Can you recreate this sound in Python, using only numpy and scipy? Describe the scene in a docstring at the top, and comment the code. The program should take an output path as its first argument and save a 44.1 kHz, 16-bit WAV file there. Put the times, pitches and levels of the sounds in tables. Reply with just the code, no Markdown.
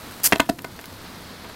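"""Lighting gas bubbles in a dish

Close to the microphone in a small room, a lighter flint rasps over a dish of wet, gassing paste.
The bubbles go off in a quick run of pops that ring the dish and grow weaker, among tiny spits
of liquid. Behind them are the fizz of the paste and a soft hiss of gas that dips and recovers."""
import sys
import numpy as np
from scipy import signal
from scipy.fft import rfft, irfft
from scipy.io import wavfile

SR = 44100
rng = np.random.default_rng(int(sys.argv[2]) if len(sys.argv) > 2 else 0)


def put_to_file(sound):
    """Save the sound as 16-bit audio at rate SR, in the file named by the first command-line argument."""
    columns = np.atleast_2d(sound).T  # one column per channel
    safe = np.clip(columns, -1, 1)
    whole_steps = np.round(safe * 32767)
    wavfile.write(sys.argv[1], SR, whole_steps.astype(np.int16))


N = 68355
T = np.arange(N) / SR


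def undb(db):
    """Decibels to gain."""
    return 10 ** (np.asarray(db) / 20)


def unit(x):
    """Scale to rms 1."""
    return x / np.sqrt(np.mean(x ** 2))


def curve(points):
    """Gain over time from (s, dB) points."""
    return undb(np.interp(T, *np.array(points).T))


def colour(x, tone):
    """Minimum-phase filter through (Hz, dB) points."""
    hz, db = np.array(tone).T
    bin_hz = np.arange(N + 1) * SR / (2 * N)
    gain = undb(np.interp(np.log(bin_hz + 1), np.log(hz), db))
    cepstrum = irfft(np.log(gain))
    cepstrum[1:N] *= 2  # folded onto positive time, so nothing sounds early
    cepstrum[N + 1:] = 0
    return irfft(rfft(x, 2 * N) * np.exp(rfft(cepstrum)))[:N]


def noise(tone):
    """Coloured noise of rms 1."""
    return unit(colour(rng.standard_normal(N), tone))


def even_noise(envelope):
    """A burst of noise under an envelope, evened out to hold all pitches alike; energy 1."""
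    burst = rng.standard_normal(N) * envelope
    for _ in range(3):
        spectrum = rfft(burst)
        burst = irfft(spectrum / (np.abs(spectrum) + 1e-12), N) * envelope ** .25
    return burst / np.sqrt(np.sum(burst ** 2))


def wander(rate_hz):
    """Smooth random drift of rms 1."""
    return unit(np.interp(T * rate_hz, np.arange(N), rng.standard_normal(N)))


def convolve(x, response):
    """Pass a sound through an impulse response."""
    return signal.fftconvolve(x, response)[:N]


# The air of the room. Each row: frequency in Hz, relative level in dB.
RUMBLE_TONE = [(20, 9), (45, -13), (75, -0.5), (130, -3.5), (260, -1.5), (400, -11.5), (700, -14),
               (1500, -29), (4000, -36), (16000, -51)]


def air_rumble():
    """The air rumbles low and steady behind everything."""
    return undb(-42) * noise(RUMBLE_TONE)


# Level of the hiss, with the recorder's gain dip drawn in. 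Each row: time in seconds, level in dB.
HISS_LEVELS = [(0, -40.5), (0.3, -43.5), (0.45, -48), (0.56, -53), (0.64, -47), (0.72, -44.5), (0.9, -43.5),
               (1.05, -42), (1.55, -41.5)]
# Its colour. Each row: frequency in Hz, relative level in dB.
HISS_TONE = [(200, 8), (600, 3.5), (1200, 3.5), (2000, 0), (2700, -4), (4200, 0), (6000, -9.5),
             (10000, -26.5), (16000, -44)]


def gas_hiss():
    """A soft, faintly fluttering hiss dips after the loud pops, as the recorder ducks, then recovers."""
    hiss = noise(HISS_TONE) * curve(HISS_LEVELS)
    flutter_db = 0.6 * wander(rate_hz=29.95)
    return hiss * undb(flutter_db)


# Fizz of the paste, heard close. Each row: time in seconds, level in dB.
FIZZ_LEVELS = [(0, -46), (0.3, -44), (0.46, -53), (0.56, -70), (0.7, -62), (0.9, -53), (1.2, -51),
               (1.55, -68)]
# Its colour. Each row: frequency in Hz, relative level in dB.
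FIZZ_TONE = [(1500, 12), (5000, -1), (8000, 4), (13000, 2.5), (16000, 1)]


def fizz(bubbles_per_s=2500):
    """Countless small bubbles break on the paste: random clicks over a softer bed of hiss."""
    clicks = (rng.random(N) < bubbles_per_s / SR) * rng.standard_normal(N)
    boost_db = 4 * np.minimum(rng.exponential(size=N), 3)
    crackle = unit(colour(clicks * undb(boost_db), FIZZ_TONE))
    bed = undb(-4.5) * noise(FIZZ_TONE)
    return unit(crackle + bed) * curve(FIZZ_LEVELS)


# One stroke of the lighter wheel, near the microphone. Each row: time in seconds, level in dB.
FLINT_LEVELS = [(0.231, -51), (0.235, -22), (0.2385, -27), (0.240, -17), (0.243, -14.5), (0.255, -15.5),
                (0.264, -13), (0.269, -18.5), (0.274, -12), (0.278, -37), (0.29, -36.5), (0.305, -53)]
# Its colour. Each row: frequency in Hz, relative level in dB.
FLINT_TONE = [(60, -24), (900, -9.5), (1400, -6.5), (2700, -5.5), (4000, -7.5), (4900, 0.5), (7500, 1),
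              (10500, 3), (14000, 2.5), (16000, -7)]


def flint(roughness_db=3):
    """The wheel grinds the flint: a short, bright, grainy rasp."""
    rasp = noise(FLINT_TONE)
    grain = unit(undb(roughness_db * wander(rate_hz=1826)))
    return rasp * grain * curve(FLINT_LEVELS)


# Droplets spitting from the dish. Each row: start in seconds, relative level in dB.
SPITS = [(0.3096, -22), (0.3115, -33), (0.3157, -17), (0.3692, -27), (0.3836, -24), (0.4655, -31),
         (0.4873, -31), (0.6209, -26), (0.764, -28), (0.8128, -25), (0.8569, -20)]
# Their colour. Each row: frequency in Hz, relative level in dB.
SPIT_TONE = [(1000, -27), (4000, 1), (9000, -4), (12500, 5), (16000, -0.5)]


def spits(decay_s=0.00088):
    """Each spit of liquid is a tiny bright tick of noise."""
    envelope = np.zeros(N)
    for start, db in SPITS:
        envelope += undb(db) * (T >= start) * np.exp(-np.abs(T - start) / decay_s)
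    return envelope * noise(SPIT_TONE) / 2


# Bubbles burning off, close up. Each row: start in seconds, length in seconds, level in dB,
# treble corner in Hz, cavity resonance in Hz, spray in dB relative to the pop.
POPS = [(0.3227, .0115, -12, 2500, 1970, -21.5), (0.3424, 0.002, -23.5, 1100, 800, -22),
        (0.3965, 0.00825, -11, 1670, 1200, -15.5), (0.4906, 0.0078, -16.5, 840, 714, -15.5),
        (0.585, 0.0085, -38.5, 2460, 2150, -5), (0.6459, 0.0036, -26, 1580, 720, -14),
        (0.7944, 0.0022, -34.5, 2300, 1590, -12), (0.8422, 0.0038, -38.5, 2270, 1110, -15),
        (1.444, 0.0083, -38, 1680, 1000, -22)]
# Hiss of the fine spray. Each row: frequency in Hz, relative level in dB.
SPRAY_TONE = [(1500, -4.5), (4000, 4), (6500, 4), (8500, 1), (11500, 3), (16000, -7)]


def pops(attack_s=.0008, release_s=.0018, cavity_q=5.6):
    """Each bubble burns for milliseconds: a turbulent push of air, coloured by its cavity, and spray."""
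    push, spray_envelope = np.zeros(N), np.zeros(N)
    hz = np.geomspace(20, SR / 2, num=120)
    for start, length, db, corner_hz, cavity_hz, spray_db in POPS:
        age = T - start
        burn = np.clip(age / attack_s, 0, 1) * np.exp(-np.maximum(age - length, 0) / release_s)
        roll_off_db = -10 * np.log10(1 + (hz / corner_hz) ** 3)  # 9 dB per octave
        cavity_db = 5.5 / (1 + (cavity_q * (hz / cavity_hz - cavity_hz / hz)) ** 2)
        flame = colour(even_noise(burn), np.c_[hz, roll_off_db + cavity_db])
        flame *= np.sqrt(np.sum(burn ** 2) / np.sum(flame ** 2))  # same energy as its envelope
        push += undb(db) * flame
        spray_envelope += undb(db + spray_db) * burn
    return push, spray_envelope * noise(SPRAY_TONE)


# Sharp snaps among the pops. Each row: start in seconds, relative level in dB, frequency in Hz.
SNAPS = [(0.3233, 3.5, 2000), (0.3258, -2, 2300), (0.3327, -4.5, 2330), (0.333, -5.5, 860),
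         (0.357, -17, 910), (0.3597, -13, 605), (0.398, -12.5, 1280), (0.4026, 4.5, 2750),
         (0.4633, -27, 3800), (0.4945, -9.5, 1150), (0.498, -14, 334), (0.5912, -15.5, 2480),
         (0.6449, -18.5, 1240), (0.647, -18.5, 2000), (0.7915, -23.5, 1830), (0.842, -26, 1930),
         (1.4962, -26, 1530), (1.4992, -27.5, 1240), (1.5452, -32, 2020)]


def snaps(damping_per_cycle=2.21):
    """A bursting bubble sends out a spike of pressure, then a weaker suction, with a crisp edge."""
    pressure = np.zeros(N)
    edge = undb(-1.5) * noise(SPRAY_TONE)
    for start, db, hz in SNAPS:
        cycles = np.maximum(T - start, 0) * hz
        envelope = 2 * undb(db) * np.exp(-damping_per_cycle * cycles)
        pressure += envelope * (np.sin(2 * np.pi * cycles) + edge * (cycles > 0))
    return pressure


# Modes of the dish and the air in it. Each row: frequency in Hz, time to fall 60 dB in seconds,
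# relative level in dB.
DISH_MODES = [(268, 0.081, 0), (426, 0.051, -5.5), (604, 0.056, -13), (963, 0.11, 3), (1213, 0.11, -2.5),
              (1487, 0.045, 1.5), (1770, 0.029, 0), (2092, 0.071, 2), (2580, 0.02, 1.5), (3196, 0.037, 0.5),
              (4070, 0.053, -8)]
# Colour of the pops and snaps on their way to the microphone. Each row: frequency in Hz, gain in dB.
DIRECT_TONE = [(20, -33), (40, -11.5), (65, -7.5), (130, -7), (210, 0), (290, 1.5), (450, 1), (540, -9),
               (660, 4.5), (820, -7.5), (1000, -4), (2500, -4), (4000, -14.5), (16000, -19)]


def dish(push):
    """Every push of air is heard directly and sets the dish ringing briefly."""
    ring = np.zeros(N)
    for hz, t60, db in DISH_MODES:
        decay = np.log(1000) / t60
        gain = undb(db) * 2 * decay / SR  # resonance height independent of ring time
        ring += gain * np.exp(-decay * T) * np.cos(2 * np.pi * hz * T)
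    return colour(push, DIRECT_TONE) + undb(-2) * convolve(push, ring)


# Colour of the small room's reflections. Each row: frequency in Hz, relative level in dB.
ROOM_TONE = [(100, -3.5), (350, 7.5), (700, 5.5), (2000, 0.5), (5000, 0), (14000, 5)]


def room(near, t60_s=.17, tail_db=-15):
    """Nearby surfaces add a short diffuse tail to the close sound."""
    tail = even_noise(np.exp(-np.log(1000) * T / t60_s))
    return near + undb(tail_db) * convolve(near, colour(tail, ROOM_TONE))


def scene():
    """Flint, pops and spits close up in the room, over fizz, hiss and the rumble of the air; mono."""
    push, spray = pops()
    near = flint() + dish(push + snaps()) + spray + spits()
    return (room(near) + fizz() + gas_hiss() + air_rumble())[None]


def record(dry, bass_hz=35, top_hz=15850):
    """The microphone drops the deepest bass, the loudest peaks clip and the top is cut."""
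    low_cut = signal.butter(2, bass_hz, "high", fs=SR, output="sos")
    high_cut = signal.ellip(10, .2, 80, top_hz, fs=SR, output="sos")
    clipped = np.clip(signal.sosfilt(low_cut, dry), -.95, .95)
    return signal.sosfilt(high_cut, clipped)


dry = scene()
out = record(dry)
put_to_file(out)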